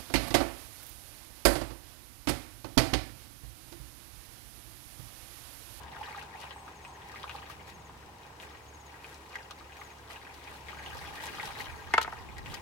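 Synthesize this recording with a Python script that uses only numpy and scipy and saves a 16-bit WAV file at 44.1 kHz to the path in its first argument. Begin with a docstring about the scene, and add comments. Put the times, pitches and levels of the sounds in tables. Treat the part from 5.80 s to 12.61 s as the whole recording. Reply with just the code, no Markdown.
"""Two people grope by hand through the mud of a drained pond beside a grass field.
From the start, wet mud squelches (ringing air pockets), crackles and smacks (short bits of noise) and pops.
All the while a far pump drones (wavering sines) over a hollow background tone (narrow-band noise).
From about half a second a bird trills six times (falling tones); an insect buzzes twice (narrow noise).
Near five seconds one person wades closer with rustling clothes, then tosses a hard little catch into a
plastic bucket (ringing modes); a breeze (patchy noise), felt briefly at the start, gets up again."""
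import sys
import numpy as np
from scipy import signal
from scipy.io import wavfile
from scipy.ndimage import uniform_filter1d

SR = 44100
rng = np.random.default_rng(int(sys.argv[2]) if len(sys.argv) > 2 else 0)


def put_to_file(sound):
    """Save the sound as 16-bit audio at rate SR, in the file named by the first command-line argument."""
    columns = np.atleast_2d(sound).T  # one column per channel
    safe = np.clip(columns, -1, 1)
    whole_steps = np.round(safe * 32767)
    wavfile.write(sys.argv[1], SR, whole_steps.astype(np.int16))


N = 300321
TIME = np.arange(N) / SR


def from_db(db):
    """Turn decibels into gain."""
    return 10 ** (np.asarray(db) / 20)


def rms_one(x):
    """Scale to unit power."""
    return x / np.sqrt(np.mean(x ** 2) + 1e-20)


def in_time(rows):
    """Draw straight lines between the rows: each column after the time, at every sample."""
    s, *columns = np.transpose(rows)
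    return [np.interp(TIME, s, column) for column in columns]


def at_hz(points, hz):
    """Read a curve over frequency, on a logarithmic frequency axis."""
    points = np.array(points)
    return np.interp(np.log(hz), np.log(points[:, 0]), points[:, 1])


def noise(*shape):
    """Make white noise of spread 1."""
    return rng.standard_normal(shape)


def band(x, low_hz, high_hz, order=2):
    """Keep only the frequencies between two limits (Butterworth band-pass)."""
    edges = [low_hz, min(high_hz, .45 * SR)]
    return signal.sosfilt(signal.butter(order, edges, "band", fs=SR, output="sos"), x + 1e-18)


def drift(rate):
    """Wander at random with spread 1, through 2 * rate new points a second."""
    knots = noise(int(2 * rate * N / SR) + 2)
    return rms_one(np.interp(TIME * 2 * rate, np.arange(len(knots)), knots))


def add(out, s, sound):
    """Mix a stereo sound in at time s."""
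    i = int(np.clip(round(s * SR), 0, N - 1))
    out[:, i:i + sound.shape[1]] += sound[:, :N - i]


# the left microphone port hears more treble: (frequency [Hz], left minus right [dB])
LEFT_RIGHT_LEAN = [(60, -1), (300, -1.5), (900, -1), (1500, 3), (2400, 3.5), (4000, 5), (15000, 5)]


def lean(hz):
    """Left and right gain at a frequency, half of the lean on each side."""
    return from_db(at_hz(LEFT_RIGHT_LEAN, hz) * np.array([[.5], [-.5]]))


# how alike left and right are in the open air: (frequency [Hz], likeness [0-1])
LEFT_RIGHT_LIKENESS = [(30, 0.8), (70, 1), (150, 1), (300, 0.97), (650, 0.51), (1400, 0), (3000, 0),
                       (15000, 0)]


def coloured(source, spectrum, patchy_db):
    """Deal two mid-side sources to half-octave bands, each with its own level, flicker and width; rms 1."""
    out = 0
    edges = 23 * 2 ** np.arange(0, 9.6, .5)
    for k, (low_hz, high_hz) in enumerate(zip(edges, edges[1:])):
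        mid, side = band(source[k % 2], low_hz, high_hz)
        hz = np.sqrt(low_hz * high_hz)
        alike = np.clip(at_hz(LEFT_RIGHT_LIKENESS, hz), -1, 1)
        pair = np.sqrt(1 + alike) * mid + np.sqrt(1 - alike) * side * np.array([[1], [-1]])
        level_db = at_hz(spectrum, hz) + patchy_db * drift(11)
        out = out + pair * lean(hz) * from_db(level_db)
    return rms_one(out)


def burst(t60, low_hz, high_hz):
    """A brief spray of noise that drops 60 dB in t60 seconds, partly shared by both ears."""
    t = np.arange(SR // 8) / SR
    spray = (noise(len(t)) + noise(2, len(t))) / np.sqrt(2)
    # a narrow band keeps less of the noise, so it is raised to match
    gain = np.sqrt(SR / 2 / (high_hz - low_hz))
    fading = band(spray * from_db(-60 * t / t60), low_hz, high_hz)
    return lean(np.sqrt(low_hz * high_hz)) * gain * fading


def banks(x, wet_db, t60):
    """Ground, banks and bodies scatter a short dull tail, different at each ear."""
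    t = np.arange(SR // 4) / SR
    tail = band(noise(2, len(t)), 133, 5100) * from_db(-60 * t / t60) * (t > .002)
    tail /= np.sqrt(np.sum(tail ** 2, axis=1, keepdims=True))
    return x + from_db(wet_db) * signal.fftconvolve(x, tail, axes=1)[:, :N]


# tone colour of the open field: (frequency [Hz], relative level [dB per Hz])
FIELD_SPECTRUM = [(15, -34), (25, -28), (33, -11), (78, -6.5), (185, -13.5), (416, -5.5), (591, -14),
                  (936, -4), (1290, -16), (2550, -17.5), (3820, -25), (6560, -24.5), (7710, -31),
                  (14400, -34), (16000, -44)]


def field_hush(level_db=-53.5):
    """The hush of the open field: steady noise, coloured band by band."""
    return from_db(level_db) * coloured(noise(2, 2, N), FIELD_SPECTRUM, patchy_db=0.4)


# far low rumble: (time [s], level [dB])
RUMBLE_LEVEL = [(0, -60), (1.0, -61), (1.9, -56.5), (2.9, -64), (4.3, -71), (4.9, -61), (6.81, -58)]


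def far_rumble():
    """Low noise, mostly shared by both ears, that slowly swells and sinks."""
    level_db, = in_time(RUMBLE_LEVEL)
    return from_db(level_db) * rms_one(band(noise(N) + .5 * noise(2, N), 58, 174))


# hollow, narrow-band background tone around 900 Hz: (time [s], middle level [dB])
HOLLOW_LEVEL = [(0.2, -52.5), (1.2, -55.5), (2.0, -62), (4.3, -62), (5.85, -53), (6.81, -57)]


def hollow_tone(low_hz=780, high_hz=1040, flutter_db=2.0):
    """Noise in a narrow band around 900 Hz makes a hollow background tone; its level flutters."""
    level_db, = in_time(HOLLOW_LEVEL)
    tone = rms_one(band(noise(N) + 0.91 * noise(2, N), low_hz, high_hz))
    return from_db(level_db + flutter_db * drift(8.8)) * tone


# tone colour of the breeze: (frequency [Hz], relative level [dB per Hz])
BREEZE_SPECTRUM = [(25, -19), (45, -9.5), (80, -4), (150, -16.5), (300, -16), (800, -30.5), (3000, -60)]
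# breeze on the microphone: (time [s], level [dB])
BREEZE_LEVEL = [(0, -52), (0.4, -84), (2.6, -71.5), (4.4, -69), (5.1, -54), (6.4, -52), (6.72, -43.5),
                (6.81, -49)]


def breeze():
    """Eddies of air strike each microphone port separately: patchy, mostly low noise."""
    level_db, = in_time(BREEZE_LEVEL)
    wind = [coloured(noise(2, 2, N), BREEZE_SPECTRUM, patchy_db=5.5)[ear] for ear in range(2)]
    return from_db(level_db) * np.array(wind)


# low orders of the far pump engine: (frequency [Hz], middle level [dB])
PUMP_ORDERS = [(71, -59.5), (107, -69), (142, -70)]


def pump(waver=.016):
    """A far engine hums in a few steady orders, wavering in pitch and level on the air."""
    out = 0
    turn = TIME + np.cumsum(waver * drift(3.9)) / SR
    for hz, db in PUMP_ORDERS:
        gain = from_db(db + 2.0 * drift(3.4)) * np.sqrt(2)
        out = out + gain * np.sin(2 * np.pi * hz * turn) * lean(hz)
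    return out


# insect buzzes: (start time [s], length [s], level [dB])
INSECT_BUZZES = [(0.72, .135, -64.5), (1.01, .125, -66)]


def insect(low_hz=7950, high_hz=8550):
    """A narrow band of high noise makes a rasp that swells and stops."""
    swell = 0
    for s, length, db in INSECT_BUZZES:
        u = np.clip((TIME - s) / length, 0, 1)
        swell = swell + from_db(db) * np.sqrt(np.sin(np.pi * u).clip(0))
    return swell * lean(high_hz) * rms_one(band(noise(2, N), low_hz, high_hz))


# bird trills: (time of the last note [s], middle level of its clear notes [dB])
BIRD_TRILLS = [(1.147, -60.5), (2.066, -62), (3.068, -61), (4.174, -62.5), (5.117, -64), (6.093, -65.5)]


def bird(top_hz=6950, bottom_hz=6180, note_s=0.045, period=.0585, soft_db=-8.0, uneven_db=1.5, rough=0.38):
    """Falling, slightly hoarse notes in a quick row: soft ones grow towards four clear ones, no two alike."""
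    out = np.zeros((2, N))
    u = np.linspace(0, 1, int(note_s * SR))
    for s, db in BIRD_TRILLS:
        for k in range(12):  # counted back from the last note
            level, detune, late = noise(3)
            hz = top_hz + (bottom_hz - top_hz) * u + 50 * detune
            note = np.sin(np.pi * u) * np.sin(2 * np.pi * np.cumsum(hz) / SR)
            gain = from_db(db + soft_db * np.sqrt(k // 4) + uneven_db * level)
            start = s - k * period - note_s / 2 + 0.0015 * late
            add(out, start, gain * note * lean(top_hz))
    # fast level wobble makes it hoarse
    return out * (1 + rough * drift(350))


# the catch hits the bucket and tumbles:
# (time [s], relative level [dB], place [0 wall - 1 bottom], contact brightness [Hz])
BUCKET_HITS = [(6.1382, -10.5, 0.038, 5100), (6.1406, -19.5, 0.22, 4000), (6.1456, -18, 0.44, 3000),
               (6.1796, -7.5, 0.92, 3900), (6.2135, -23.5, 0.55, 4000), (6.2461, -26, 0.88, 2500),
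               (6.2555, -33, 1, 2000), (6.2772, -20.5, 0.36, 844), (6.3249, -29, 0.8, 2470)]
# ringing modes of the bucket: (frequency [Hz], relative level struck on the wall [dB],
# relative level struck on the bottom [dB], time to fall by 60 dB [s])
BUCKET_MODES = [(247, -28.5, -37, 0.081), (370, -15.5, -25.5, 0.03), (473, -25, -19.5, 0.076),
                (620, -25, -16, 0.031), (718, -8.5, -15, 0.032), (894, -9, -11, 0.06),
                (1020, -12, -11, 0.041), (1215, -12, -5, 0.021), (1304, -14, 2.5, 0.025),
                (1526, -7.5, -10, 0.031), (1620, -20, -14.5, 0.035), (1810, -3.5, -7, 0.016),
                (2136, -4, -26, 0.054), (2260, -29, -8.5, 0.024), (2640, -15, -22, 0.046),
                (3460, -30, -19, 0.036), (4600, -26, -28, .025)]


def bucket(crack_db=-15.0, tick_db=-36.0, lag=0.000098):
    """Each hit rings the plastic; the place of the hit sets the share of every mode."""
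    out = np.zeros((2, N))
    # the right ear hears the ringing lag seconds later
    t = np.maximum(np.arange(SR // 5) / SR - np.array([[0], [lag]]), 0)
    for s, db, place, bright_hz in BUCKET_HITS:
        ring = 0
        for k, (hz, wall_db, bottom_db, t60) in enumerate(BUCKET_MODES):
            mode_db = wall_db + np.clip(place, 0, 1) * (bottom_db - wall_db)
            # a softer contact rings the high modes less
            gain = (-1) ** k * from_db(mode_db) / np.hypot(1, hz / bright_hz)
            ring = ring + gain * lean(hz) * np.sin(2 * np.pi * hz * t) * from_db(-60 * t / t60)
        add(out, s, from_db(db) * ring)
        # the hard contact itself cracks
        add(out, s, from_db(db + crack_db) * burst(t60=0.028, low_hz=680, high_hz=max(bright_hz, 1200)))
        add(out, s, from_db(db + tick_db) * burst(t60=.02, low_hz=4000, high_hz=9400))
    return out


# the wader comes close and passes; scene() trims both levels:
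# (time [s], squelch level before trim [dB], cloth rustle level before trim [dB])
WADER_LEVEL = [(4.8, -76, -74), (5.15, -51.5, -61), (5.42, -46.5, -53.5), (5.82, -44.5, -56.5),
               (6.0, -50.5, -60.5), (6.35, -50.5, -63), (6.65, -59, -69)]
# a hand or foot pushes through the mud; scene() trims both levels: (time of the hardest push [s],
# length [s], squelch level before trim [dB], fine wet crackle level before trim [dB])
MUD_STROKES = [(0.01, 0.085, -51.5, -61), (0.259, 0.37, -44, -57.5), (0.39, 0.095, -48.5, -64),
               (0.624, 0.12, -48, -58), (0.887, 0.14, -54.5, -64), (1.378, 0.53, -47.5, -61.5),
               (1.545, 0.081, -44.5, -57.5), (1.706, 0.055, -52, -53.5), (1.884, 0.03, -58.5, -54.5),
               (2.435, 0.056, -55, -70), (2.626, 0.058, -49.5, -54.5), (2.705, 0.13, -53.5, -79),
               (3.13, 0.18, -54.5, -65), (3.297, 0.19, -57.5, -58), (3.556, 0.17, -50, -64),
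               (3.8, 0.24, -59, -68), (4.008, 0.22, -52.5, -61), (4.319, 0.075, -44, -53.5),
               (4.437, .14, -51.5, -66), (4.57, 0.19, -57, -60.5), (4.714, 0.21, -51, -57.5),
               (4.898, .11, -47, -59), (5.083, 0.36, -45.5, -58), (5.22, 0.083, -50, -56),
               (5.44, 0.052, -60, -47), (5.6, 0.13, -42, -56), (5.663, 0.1, -63, -52),
               (5.798, 0.061, -42, -49), (6.668, 0.058, -51, -55.5), (6.725, 0.11, -45.5, -54)]
RISE_SHARE, FALL_SHARE = .4, 0.73  # of a stroke's length: time to swell, time to ebb to 1/e
OOZE_DB, SEEP_DB = -63.5, -69.5  # squelch and crackle of the mud between strokes, before the same trim


def mud_work():
    """Squelch and crackle in dB: every stroke swells and ebbs, on top of the oozing mud and passing wader."""
    power = from_db(in_time(WADER_LEVEL)) ** 2 + from_db([[OOZE_DB], [SEEP_DB]]) ** 2
    for s, length, squelch_db, crackle_db in MUD_STROKES:
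        u = (TIME - s) / length
        fade = np.where(u < 0, (u / RISE_SHARE) ** 2, u / FALL_SHARE)
        push = np.exp(-fade.clip(0, 20))
        power = power + (from_db([[squelch_db], [crackle_db]]) * push) ** 2
    return 10 * np.log10(power)


# tone colour of the wet ticks: (frequency [Hz], relative level [dB per Hz])
CRACKLE_SPECTRUM = [(200, 3), (400, 8.5), (1000, 8.5), (3000, 7), (5000, -0.5), (8000, -4), (12000, -4.5),
                    (16000, -11)]


def crackle(level_db, per_s=3600, spread_db=-0.5):
    """Tiny ticks of wet grit and rubbing cloth, uneven one by one but steady as a stream."""
    sizes = from_db(spread_db * np.minimum(rng.exponential(1, N), 4))
    chosen = rng.random(N) < per_s / SR
    ticks = coloured(sizes * chosen * noise(2, 2, N), CRACKLE_SPECTRUM, patchy_db=1.15)
    # divide by the running level, so that level_db alone shapes the stream
    power = uniform_filter1d(np.mean(ticks ** 2, axis=0), size=2000)
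    return from_db(level_db) * ticks / np.sqrt(power + 1e-6)


# sharp wet smacks and spatter: (time [s], level before the trim in smacks() [dB])
WET_SMACKS = [(0.033, -44), (0.393, -43), (1.494, -42), (3.343, -42.5), (3.556, -41), (3.7091, -37),
              (4.034, -45), (4.33, -40), (4.542, -43), (5.17, -38.5), (5.355, -38), (5.456, -32),
              (5.674, -38), (5.81, -34.5), (6.214, -25), (6.228, -26.5), (6.582, -38), (6.7434, -31)]


def smacks(crackle_db, trim_db=-7.0, stray_per_s=4, over_db=16.5):
    """Films of wet mud snap apart: a click with a thin top. Others come at random, as loud as the crackle asks."""
    out = np.zeros((2, N))
    strays = []
    for when in rng.random(int(stray_per_s * N / SR)):
        strays.append((when * N / SR, crackle_db[int(when * N)] + over_db))
    for s, db in list(WET_SMACKS) + strays:
        click = burst(t60=0.024, low_hz=2120, high_hz=6150)
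        thin_top = from_db(-7) * burst(t60=0.029, low_hz=4970, high_hz=13400)
        add(out, s, from_db(db + trim_db) * (click + thin_top))
    return out


def bubble(hz, cycles, rise, lag):
    """An air pocket rings for some cycles, its pitch rising as it opens; the right ear hears it lag s later."""
    t60 = cycles / hz
    delay = np.array([[max(-lag, 0)], [max(lag, 0)]])
    t = np.maximum(np.arange(int(t60 * SR) + 32) / SR - delay, 0)
    swell = 1 - np.exp(-2 * hz * t)
    ring = np.sin(2 * np.pi * hz * t * (1 + rise * t / t60))
    return lean(hz) * swell * from_db(-60 * t / t60) * ring


def stray_pops(squelch_db, per_s=20, over_db=9.5, follows=0.84, ref_db=-48.5, spread_db=2.5):
    """Middling pockets burst at random, harder where the mud is being worked; rows like BIG_POCKETS."""
    low_hz, high_hz = 1000, 4400
    level_db = ref_db + over_db + follows * (squelch_db - ref_db)
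    pockets = []
    for when, size, pitch in rng.random((int(per_s * N / SR), 3)):
        db = level_db[int(when * N)] + spread_db * (2 * size - 1)
        pockets.append((when * N / SR, db, low_hz * (high_hz / low_hz) ** pitch))
    return pockets


# the largest air pockets that burst in the mud:
# (time [s], level before the trims in pops() [dB], starting pitch [Hz])
BIG_POCKETS = [(0.165, -35, 1390), (0.229, -35.5, 980), (0.347, -33.5, 1180), (0.383, -36, 1690),
               (0.639, -34, 940), (0.708, -31.5, 3080), (0.709, -35, 1030), (0.761, -37, 920),
               (0.879, -35.5, 1300), (1.05, -32.5, 2500), (1.359, -33.5, 2000), (1.431, -32.5, 3540),
               (1.441, -27, 1070), (1.495, -30, 2730), (1.496, -35, 1450), (1.511, -33, 2630),
               (1.7, -34, 1130), (2.095, -38, 1000), (2.6, -34.5, 3230), (3.244, -30.5, 2410),
               (3.555, -26, 1890), (3.709, -35.5, 3480), (3.711, -35.5, 1140), (3.809, -37, 1200),
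               (3.922, -39, 2580), (3.996, -39, 950), (4.016, -33, 1100), (4.36, -35.5, 2640),
               (4.468, -36, 1740), (4.675, -33.5, 2210), (4.93, -32, 1230), (5.062, -28, 2870),
               (5.153, -32, 960), (5.402, -32, 1980), (5.488, -31, 2470), (5.584, -29, 1300),
               (5.858, -32.5, 3070), (6.583, -34, 1930), (6.66, -32, 2650), (6.741, -29.5, 4690)]


def pops(squelch_db, ring_db=3.5, cycles=14, rise=0.018, snap_db=-11.0, after_db=-17.0, after_s=0.025):
    """A large pocket snaps open and rings, and two softer ones of nearby pitch follow it."""
    out = np.zeros((2, N))
    for s, db, hz in list(BIG_POCKETS) + stray_pops(squelch_db):
        add(out, s, from_db(db + ring_db) * bubble(hz, cycles, rise, .00006))
        add(out, s, from_db(db + snap_db) * burst(t60=0.0099, low_hz=0.49 * hz, high_hz=1.4 * hz))
        for delay, octave in rng.random((2, 2)):
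            after = bubble(hz * 2 ** (octave - .5), cycles / 2, rise, .0001)
            add(out, s + delay * after_s, from_db(db + after_db) * after)
    return out


# tone colour of the squelch: (pocket pitch [Hz], relative level [dB])
SQUELCH_SPECTRUM = [(300, -5.5), (600, -6), (830, 7.5), (1300, -3.5), (2000, 1.5), (3000, -7.5),
                    (4500, -13), (7000, -20)]


def squelch(level_db, per_s=900, spread_db=4.0, cycles=18, rise=0.066):
    """Countless small pockets open under fingers and feet, in a stream whose level wavers."""
    out = np.zeros((2, N))
    for when, pitch, size, damping, place, sign in rng.random((int(per_s * N / SR), 6)):
        hz = 360 * (6000 / 360) ** pitch
        size_db = spread_db * min(-np.log(1 - size), 3) + at_hz(SQUELCH_SPECTRUM, hz)
        # small pockets are brief, so they peak higher for the same power
        gain = np.sign(sign - .5) * hz * from_db(size_db)
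        pocket = bubble(hz, cycles * (.5 + damping), rise, (place - .4) * 0.00055)
        add(out, when * N / SR, gain * pocket)
    # divide by the running level before the wanted level is put on
    even = out / np.sqrt(uniform_filter1d(np.mean(out ** 2, axis=0), size=3500) + 1e-9)
    return even * from_db(level_db + 1.58 * drift(20))


def scene():
    """The field around, the bucket, and the mud work near by."""
    field = field_hush() + far_rumble() + hollow_tone() + breeze() + pump() + insect() + bird()
    catch = banks(bucket(), wet_db=-17.0, t60=0.18)
    squelch_db, crackle_db = mud_work()
    mud = squelch(squelch_db - 4.0) + pops(squelch_db) + smacks(crackle_db)
    return field + catch + banks(mud, wet_db=-5.5, t60=0.058) + crackle(crackle_db + 5.0)


def record(dry):
    """The top is cut steeply above 15900 Hz."""
    return signal.sosfilt(signal.ellip(10, .2, 80, 15900, fs=SR, output="sos"), dry)


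dry = scene()
out = record(dry)
put_to_file(out)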